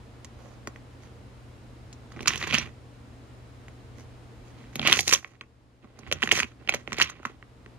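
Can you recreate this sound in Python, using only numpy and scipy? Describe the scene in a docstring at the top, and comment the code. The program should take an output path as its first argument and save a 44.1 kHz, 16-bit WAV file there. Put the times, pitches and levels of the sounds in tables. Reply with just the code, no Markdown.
"""A small plastic toy engine, pushed to and fro by hand over a moulded track, indoors.
It runs close to a stereo microphone, a little right of centre. Wheels and couplings knock at the joints
and chatter while rolling; each contact rings the hollow plastic, and sharp snaps jingle the metal axles.
A soft breath-like rustle comes early, then faint rubs. The room gives a short, dull echo. Under it all
lie mains hum, a faint whine and air noise, which sink under the loudest knocks and creep back."""
import sys
import numpy as np
from scipy import signal
from scipy.fft import rfft, irfft
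from scipy.io import wavfile

SR = 44100
rng = np.random.default_rng(int(sys.argv[2]) if len(sys.argv) > 2 else 0)


def bounce(signal):
    """Save signal as a 16-bit WAV file at the path given by the first command-line argument."""
    frames = np.transpose(np.atleast_2d(signal))
    limited = np.clip(frames, -1, 1)
    pcm = np.round(limited * 32767).astype(np.int16)
    wavfile.write(sys.argv[1], SR, pcm)


N = 343098

# modes of the hollow toy and track: (frequency [Hz], level [dB], t60 [s])
PLASTIC_MODES = [(80, -10, .06), (140, -3, .05), (230, -2, .03), (330, -3, .022), (420, -2, .02),
                 (560, -1, .018), (760, 1, .014), (1070, 3, .012), (1280, -1, .008), (1500, -2, .007),
                 (1940, 0, .007), (2330, 0, .006), (2700, 0, .006), (3150, 0, .006), (3550, -2, .005),
                 (4060, 0, .005), (4700, 0, .005), (5600, -2, .006), (6150, -3, .006), (6700, -2, .009),
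                 (7500, -7, .004), (8800, -8, .0025), (10300, -7, .002), (11800, -11, .002),
                 (13600, -16, .0015)]
THUD_TOP_HZ, SNAP_FROM_HZ = 900, 5000   # modes below the first thud, modes above the second snap
TOY_PAN_DB, PAN_SCATTER_DB = -4, 4.5   # left minus right; each contact leaves from another spot


def from_db(db):
    """Gain of a level."""
    return 10 ** (np.asarray(db) / 20)


def in_time(rows):
    """The columns of a (time [s], values...) curve at every sample."""
    times, *columns = np.transpose(rows)
    return [np.interp(np.arange(N) / SR, times, column) for column in columns]


def at_hz(points, hz):
    """A (frequency [Hz], value) curve read on a log-frequency axis."""
    point_hz, values = np.transpose(points)
    return np.interp(np.log(hz), np.log(point_hz), values)


def sides(pan_db):
    """Left and right gain; a positive pan leans left."""
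    return from_db(np.outer([.5, -.5], pan_db))


def drift(rate_hz):
    """A slow random wander with a spread of 1."""
    step, settle = 40, 2000
    pole = np.exp(-2 * np.pi * step * rate_hz / SR)
    noise = rng.standard_normal(N // step + settle + 2)
    slow = signal.lfilter([1], [1, -2 * pole, pole * pole], noise)[settle:]
    return np.interp(np.arange(N) / step, np.arange(len(slow)), slow / slow.std())


def air_noise(level_db=-56):
    """Air and microphone noise with a few peaks and dips; the lows are most alike on both sides."""
    # noise floor: (frequency [Hz], relative density [dB])
    floor = [(12, -41), (20, -20), (64, -4.5), (93, -7.5), (122, -3.5), (153, -16.5), (252, -11),
             (417, -19.5), (453, -18), (566, -20), (989, -24), (1780, -29.5), (1980, -30), (8940, -44),
             (15600, -59.5)]
    # low peaks, and a dip in the air noise around the 120 Hz hum: (frequency [Hz], width [Hz], gain [dB])
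    peaks_and_dip = [(69, 31, 2), (87, 5.5, 6), (118.6, 24, -10), (232, 11, 1), (262, 4.9, 2),
                     (462.3, 12, 6)]
    # treble notches: (frequency [Hz], width [Hz], gain [dB])
    notches = [(5950, 150, -7), (7870, 90, -12)]
    # likeness of left and right: (frequency [Hz], correlation [0-1])
    likeness = [(60, 0.86), (150, 0.64), (380, 0.87), (950, 0.071), (2380, 0.29), (5980, 0.12),
                (15000, 0.051)]
    hz = np.fft.rfftfreq(N, 1 / SR) + 1e-3
    colour_db = sum(db / (1 + (2 * (hz - f) / width) ** 2) for f, width, db in peaks_and_dip + notches)
    shape = from_db(at_hz(floor, hz) + colour_db)
    shape /= np.sqrt(np.sum(shape[hz > 140] ** 2) / len(hz))   # unit power above 140 Hz
    alike = at_hz(likeness, hz)
    mid, side = rfft(rng.standard_normal((2, N)))
    stereo = np.sqrt(1 + alike) * mid + np.sqrt(1 - alike) * side * [[1], [-1]]
    return from_db(level_db) * irfft(shape * stereo, N)


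def hum_and_whine():
    """Mains hum and a faint whine, just left of centre, each wavering slightly in level."""
    # the two sine tones: (frequency [Hz], level [dB])
    tones = [(120, -52.5), (3933.5, -83.5)]
    t = np.arange(N) / SR
    sines = sum(from_db(db + .7 * drift(3)) * np.sin(2 * np.pi * hz * t) for hz, db in tones)
    return np.sqrt(2) * sines * sides([1.1])


def room_tone():
    """Air, hum and whine together; their level dips around the loudest knocks and creeps back."""
    # rise and fall of the room tone: (time [s], level [dB])
    level_curve = [(0, 1), (1, 1), (2.3, 1), (2.7, 0), (3.2, 1), (4.8, 1.5), (5.0, -15), (5.2, -10),
                   (5.5, -9), (5.8, -9), (6.1, -3), (6.35, -6.5), (6.55, -4), (6.9, -2), (7.05, -9.5),
                   (7.3, -5), (7.78, -1.5)]
    return from_db(in_time(level_curve)[0]) * (air_noise() + hum_and_whine())


def strike(at, ring_db, pitch_hz, thud_db, thud_hz, snap_db, pan_db, scatter_db, focus_db_per_oct=16):
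    """Contacts as clicks per mode and side: a ring near their pitch, a thud below it, a snap above."""
    luck = rng.standard_normal((len(at), len(PLASTIC_MODES), 4))   # sign, level, left and right phase
    clicks = np.zeros((len(PLASTIC_MODES), 2, N), np.float32)
    for k, (hz, mode_db, _) in enumerate(PLASTIC_MODES):
        near_db = ring_db - focus_db_per_oct * np.abs(np.log2(hz / pitch_hz))
        below_thud_oct = np.log2(thud_hz / hz)
        low_db = thud_db - 5.44 * np.abs(below_thud_oct) - 4.5 * np.maximum(below_thud_oct, 0)
        high_db = snap_db - 14 * np.log2(SNAP_FROM_HZ / hz)
        if hz < THUD_TOP_HZ:
            drive_db = low_db
        elif hz > SNAP_FROM_HZ:
            drive_db = snap_db
        else:
            drive_db = np.max([near_db, low_db, high_db], axis=0)
        size = np.sign(luck[:, k, 0]) * from_db(mode_db + drive_db + scatter_db * luck[:, k, 1])
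        # short waves leave from scattered spots and deep thuds shake each microphone port on its own
        spread_rad = max(hz / 9000, 90 / hz)
        for port, gain in enumerate(sides(pan_db)):
            shift = np.round(luck[:, k, 2 + port] * spread_rad * SR / (2 * np.pi * hz)).astype(int)
            np.add.at(clicks[k, port], at + shift, size * gain)
    return clicks


def knocks(slips=8, skid_s=.009, skid_fade_db=16):
    """Single clear knocks of wheels, couplings and fingers, each with a fading skid of bright slips."""
    # (time [s], level [dB], ring pitch [Hz], relative thud [dB], thud pitch [Hz], relative snap [dB])
    contacts = [(0.2463, -36, 1960, -19, 248, -7), (0.673, -23.5, 1710, -8.5, 313, -17.5),
                (0.7599, -38, 1930, -14, 248, -25.5), (1.928, -39, 4000, -23, 250, -9.5),
                (2.1194, -37, 1601, -24, 202, -14), (2.1635, -37, 1790, -5, 202, -29),
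                (2.171, -36, 1600, -6, 301, -33), (2.1924, -29.5, 1970, -21, 361, -36),
                (2.206, -28, 2150, -8.5, 245, -18), (2.2234, -39.5, 2300, -3, 202, -5),
                (2.2297, -31, 2510, -10, 320, -19), (2.2582, -17, 1980, -19, 304, -26.5),
                (2.2747, -10, 2020, -34, 202, -15.5), (2.2789, -6, 3350, -31, 226, -14.5),
                (2.2909, -18, 2670, -21, 202, -24), (2.3057, -16, 1990, -23, 307, -28),
                (2.3347, -21.5, 2810, -22, 579, -25), (2.3578, -20.5, 2620, -20, 296, -17),
                (2.3753, -25.5, 2470, -18, 350, -9.5), (2.4145, -20, 2070, -25, 665, -27),
                (2.4265, -15.5, 2550, -24, 668, -27), (2.4404, -19, 2169, -17, 369, -34),
                (2.4722, -19.5, 1870, -18, 288, -16.5), (2.5042, -24, 2500, -21, 202, -29),
                (2.5254, -17, 2670, -19, 546, -25), (2.5322, -15, 2800, -15, 202, -32),
                (2.5389, -16.5, 2060, -6.5, 241, -11.5), (2.55, -8.5, 2530, -31, 310, -24),
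                (2.579, -19, 2830, -22, 242, -31), (2.5831, -17.5, 2500, -19, 245, -16.5),
                (2.5984, -25, 2860, -17, 223, -33), (2.656, -39, 1760, -7, 202, -18),
                (3.682, -39, 2000, -11, 223, -20), (4.7564, -19.5, 2550, -13.5, 202, -15.5),
                (4.795, -14, 3120, -17, 230, -40), (4.816, -23, 2520, -13, 207, -26),
                (4.828, -20.5, 2360, -15.5, 202, -31), (4.8504, -20, 2549, -9, 205, -35),
                (4.8589, -17, 2310, -18, 240, -27), (4.8728, -4.5, 2680, -25, 285, -19),
                (4.8835, -14.5, 2420, -11.5, 620, -23), (4.898, -12, 2540, -17, 202, -28),
                (4.9124, -16, 2950, -15, 283, -18), (4.9234, -9, 2270, -23, 651, -24),
                (4.9271, 0.5, 3274, -31, 503, -23.5), (4.9378, -12, 2966, -28, 620, -23),
                (4.9454, -19, 2650, -28, 360, -19), (4.97, -17, 2550, -20, 404, -15),
                (4.9907, -5.5, 2700, -21, 698.6, -20.5), (5.0048, -25.5, 3910, -17, 382.6, 0),
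                (5.0744, -23, 2050, -10.5, 250, -7.5), (5.0787, -17, 2474, -16.5, 291, -6),
                (5.0921, -19.5, 2200, -18, 388, -5.5), (5.1251, -15, 3320, -17, 202, -8),
                (5.1256, -8, 2230, -22, 363, -11), (5.1351, -6, 2140, -24, 514, -5),
                (5.1484, -14, 3130, -25, 541, -16), (5.228, -38.5, 1770, -13, 377, -29),
                (5.2454, -26, 1990, -21, 474, -37), (5.4103, -28.5, 2560, -23, 318, -30),
                (5.4134, -33, 1690, -20, 237, -27.5), (5.436, -46, 1670, -8, 301, -29),
                (5.8436, -44, 1568, -7, 210.6, -30), (5.9891, -43, 1564, -5.5, 323, -10),
                (6.0752, -33, 1899, -10.5, 299, -26), (6.1143, -15, 2820, -18, 524, -25),
                (6.125, -9, 2960, -22, 493, -19), (6.2215, -16, 1973, -27, 361.3, -23),
                (6.2281, -11, 2120, -28, 242, -29), (6.2348, -12, 2830, -17.5, 336, -23.5),
                (6.2744, -17.5, 1980, -18.5, 291, -26), (6.2908, -15.5, 2260, -25, 304, -30),
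                (6.3135, -7.5, 2430, -30.5, 320, -31), (6.3163, -3.5, 2660, -45, 374, -24),
                (6.3234, -12.5, 2750, -13, 388, -15), (6.3324, -19, 2250, -16, 369, -16),
                (6.3746, -15, 1960, -20, 530, -20), (6.3884, -15.5, 1850, -19, 370, -16),
                (6.4013, -11.5, 2000, -24.5, 202, -17.5), (6.4257, -18, 1690, -24.5, 700, -29),
                (6.4311, -15.5, 2720, -28, 516, -32), (6.4427, -26.5, 2348, -17, 229, -24),
                (6.6754, -25, 2620, -18, 345, -39), (6.6885, -17, 2400, -23.5, 484, -29.5),
                (6.6923, -8, 2350, -25, 646, -21.5), (6.7234, -20, 2920, -18, 476, -30),
                (6.7388, -15, 2050, -22, 546, -24), (6.7434, -19, 2100, -13, 374, -11.5),
                (6.8754, -22, 2267, -16.5, 377, -32), (6.9208, -20, 1959, -13, 253, -29),
                (6.9298, -17.5, 2340, -28, 342, -25.5), (6.9437, -27, 2180, -17, 396, -29),
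                (6.968, -34, 2200, -16, 358, -16), (6.9841, -21, 2370, -9.5, 474, -12.5),
                (7.0, -10, 1980, -22, 568, -20), (7.011, -11, 1920, -25, 221, -28),
                (7.0156, -5.5, 2750, -34, 213, -19), (7.0225, -3.5, 2920, -34, 468, -22),
                (7.042, -18.5, 2780, -28, 256, -20), (7.0903, -33.5, 1550, -20, 215, -18),
                (7.0974, -25.5, 1560, -20.5, 310, -14.5), (7.1986, -49, 1698, 3, 318, -25),
                (7.231, -35.5, 1680, -13, 595, -31), (7.2517, -14.5, 1652, -23.5, 466, -31),
                (7.2556, -24, 1940, -13.5, 245, -22), (7.2962, -40, 1570, -4.5, 312, -35.5),
                (7.4262, -34, 1630, -22, 503, -38), (7.661, -35, 1980, -12.5, 306.7, -32.5)]
    times, level_db, pitch_hz, thud_db, thud_hz, snap_db = np.transpose(contacts)
    luck = rng.random((len(times), slips + 1))
    pan_db = TOY_PAN_DB + PAN_SCATTER_DB * (2 * luck[:, 0] - 1)
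    hits = strike((times * SR).astype(int), level_db - 5.5, pitch_hz, level_db + thud_db + .5, thud_hz,
                  level_db + snap_db - 7.5, pan_db, scatter_db=3)
    into_skid = luck[:, 1:]
    slip_at = ((times[:, None] + skid_s * into_skid) * SR).astype(int).ravel()
    slip_db = ((level_db + snap_db - 1.5)[:, None] - skid_fade_db * into_skid).ravel()
    mute_db, any_hz = np.full(len(slip_at), -200), np.full(len(slip_at), 1000)   # slips are all snap
    skids = strike(slip_at, mute_db, any_hz, mute_db, any_hz, slip_db, np.repeat(pan_db, slips),
                   scatter_db=6, focus_db_per_oct=0)
    return hits + skids


def ring(clicks, hz, t60, contact_cycles=7):
    """A soft contact swells a mode over a few cycles, then it dies; a unit click peaks at 1."""
    angle = 2 * np.pi * hz / SR
    poles = from_db(-60 / (np.array([t60, contact_cycles / hz]) * SR))
    sos = [[1, 0, -1, 1, -2 * r * np.cos(angle), r * r] for r in poles]
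    peak = np.abs(signal.sosfilt(sos, np.arange(2000) == 0)).max()
    return signal.sosfilt(sos, clicks + 1e-18) / peak


def plastic_body(clicks):
    """The hollow toy and track ring briefly at every contact."""
    return sum(ring(train, hz, t60) for train, (hz, _, t60) in zip(clicks, PLASTIC_MODES))


def metal_jingle(clicks):
    """The metal axles and coupling jingle on every snap."""
    # modes of the metal parts: (frequency [Hz], level [dB], t60 [s])
    metal_modes = [(5800, -12.5, .06), (6320, -11.5, 0.057), (6460, -12.5, 0.047), (6855, -13, 0.046),
                   (13100, -18, .05)]
    snaps = clicks[np.array(PLASTIC_MODES)[:, 0] > SNAP_FROM_HZ]
    return sum(from_db(db) * ring(train, hz, t60) for train, (hz, db, t60) in zip(snaps, metal_modes))


def room_echo(sound, level_db=-19, t60_s=.14, first_wall_s=.008, wall_cut_hz=3600):
    """Dense, dull reflections that build up as the sound reaches the first wall and soon die away."""
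    t = np.arange(SR // 3) / SR
    build_up = np.clip(t / first_wall_s, 0, 1) ** 3
    tail = rng.standard_normal((2, len(t))) * from_db(-60 * t / t60_s) * build_up
    tail = signal.sosfilt(signal.butter(1, wall_cut_hz, fs=SR, output="sos"), tail)
    tail /= np.sqrt(np.sum(tail ** 2) / 2)
    return from_db(level_db) * signal.oaconvolve(sound.mean(0, keepdims=True), tail)[:, :N]


def motion(swell_fade_db=17.5):
    """Chatter, rumble and scrape levels and rumble pitch through the rustle, the rubs and the pushes."""
    # a soft breath-like rustle, then faint rubs; each swells and fades:
    # (middle [s], length [s], chatter [dB], rumble [dB], scrape [dB], rumble pitch [Hz])
    swells = [(.46, 0.26, -69, -53, -67.5, 537), (1.044, 0.083, -60, -60, -63, 180),
              (3.999, 0.098, -63.5, -53.5, -60.5, 190), (4.48, .12, -67, -63, -69, 250.3),
              (4.622, 0.21, -63.5, -60, -74, 180.3)]
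    # one curve for each push of the toy: (time [s], chatter [dB], rumble [dB], scrape [dB])
    pushes = [
        [(2.10, -66, -64, -75), (2.175, -61, -39.5, -75), (2.265, -54, -38.5, -66), (2.28, -29.5, -33, -38),
         (2.35, -40.5, -36.5, -51), (2.40, -51, -47, -55), (2.434, -40, -35, -51), (2.51, -39, -32.5, -53),
         (2.545, -26.5, -31.5, -40.5), (2.63, -45, -37, -57.5), (2.74, -77, -69, -82)],
        [(4.72, -67, -62, -69), (4.77, -60, -46, -64), (4.80, -53, -34.5, -62), (4.862, -27.5, -30, -45.5),
         (4.932, -26, -34, -36), (4.996, -45.5, -36, -34.5), (5.04, -57, -48.5, -48), (5.132, -28.5, -32, -31),
         (5.21, -63.5, -61, -57.5), (5.36, -69.5, -65, -80)],
        [(5.82, -72, -56, -90), (5.95, -75, -67, -90), (6.06, -56.5, -47, -82), (6.122, -57, -37.5, -59),
         (6.19, -54, -54, -71), (6.242, -49, -48.5, -43), (6.29, -53, -47, -72), (6.334, -41.5, -31, -43),
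         (6.398, -32, -37, -35), (6.458, -58, -57, -64), (6.52, -65, -73.5, -74.5)],
        [(6.60, -68, -59, -90), (6.68, -66.5, -57, -77), (6.70, -45.5, -40, -69), (6.75, -45.5, -44.5, -56),
         (6.84, -70, -64, -76)],
        [(6.87, -64, -56, -73), (6.94, -54.5, -45, -63), (6.99, -37, -44, -61), (7.01, -26, -35, -39),
         (7.04, -35.5, -41.5, -50), (7.2, -71, -63, -88), (7.256, -53, -55.5, -61), (7.36, -68, -55.5, -82)],
    ]
    still_db, rows = (-95, -95, -95), []
    for push in pushes:
        rows += [(push[0][0] - .01, *still_db), *push, (push[-1][0] + .025, *still_db)]
    levels, t = np.array(in_time(rows)), np.arange(N) / SR
    rumble_hz = 214 * 2 ** (-.1 * (levels[1] + 59.5))   # an octave deeper for every 10 dB louder
    for middle, length, *top_db, hz in swells:
        away = np.abs(2 * (t - middle) / length)
        inside = away < 1
        levels[:, inside] = np.array(top_db)[:, None] - swell_fade_db * away[inside] ** 2
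        rumble_hz[inside] = hz
    return (*levels, rumble_hz)


def rustle_and_rolling(grazes_per_s=4000, ticks_per_s=130):
    """Clumps of tiny grazes make the rustle, the rubs and the axle chatter; wheels tick on the track."""
    chatter_db, rumble_db, scrape_db, rumble_hz = motion()
    moving = chatter_db + rumble_db > -185
    chance, force, detune = rng.random(N), rng.exponential(1, N), rng.standard_normal(N)
    pan_db = TOY_PAN_DB + PAN_SCATTER_DB * rng.standard_normal(N)

    at = np.flatnonzero((chance < grazes_per_s / SR) & moving)
    clump_db = 2.3 * drift(27.2)[at]
    graze_db = clump_db + 2 * np.minimum(force[at], 3.5)
    graze_hz = 2500 * 2 ** (.3 * detune[at])
    grazes = strike(at, chatter_db[at] + graze_db - 13, graze_hz,
                    rumble_db[at] + .19 * graze_db - 18, rumble_hz[at],
                    scrape_db[at] + graze_db - 13.5, pan_db[at] - 4, scatter_db=2.5, focus_db_per_oct=12)

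    at = np.flatnonzero((chance > 1 - ticks_per_s / SR) & moving)
    tick_db = 4 + 3.85 * np.minimum(force[at], 2.5)
    tick_hz = 2500 * 2 ** (.012 * (chatter_db[at] + 26.5) + .15 * detune[at])   # light ticks ring lower
    ticks = strike(at, chatter_db[at] + tick_db, tick_hz, rumble_db[at] + tick_db - 9, rumble_hz[at],
                   scrape_db[at] + tick_db - 6, pan_db[at], scatter_db=2)
    return grazes + ticks


def at_microphone(toy):
    """The toy stands to the right, so its sound reaches the left port a little later."""
    # lag of the left port as the toy moves: (time [s], delay [samples])
    left_lag = [(0, 2), (2.0, 2.5), (4.9, 3), (5.05, 4), (7.78, 4)]
    samples = np.arange(N)
    left = np.interp(samples - in_time(left_lag)[0], samples, toy[0])
    return np.array([left, toy[1]])


def scene():
    """The toy close to the microphone, with its echo and the room tone behind it."""
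    clicks = knocks() + rustle_and_rolling()
    toy = at_microphone(plastic_body(clicks) + metal_jingle(clicks))
    return toy + room_echo(toy) + room_tone()


def record(dry, cutoff_hz=15800):
    """The recorder clips at full scale and cuts the top treble steeply."""
    low_pass = signal.ellip(12, .5, 80, cutoff_hz, fs=SR, output="sos")
    return signal.sosfilt(low_pass, np.clip(dry, -1, 1))


dry = scene()
out = record(dry)
bounce(out)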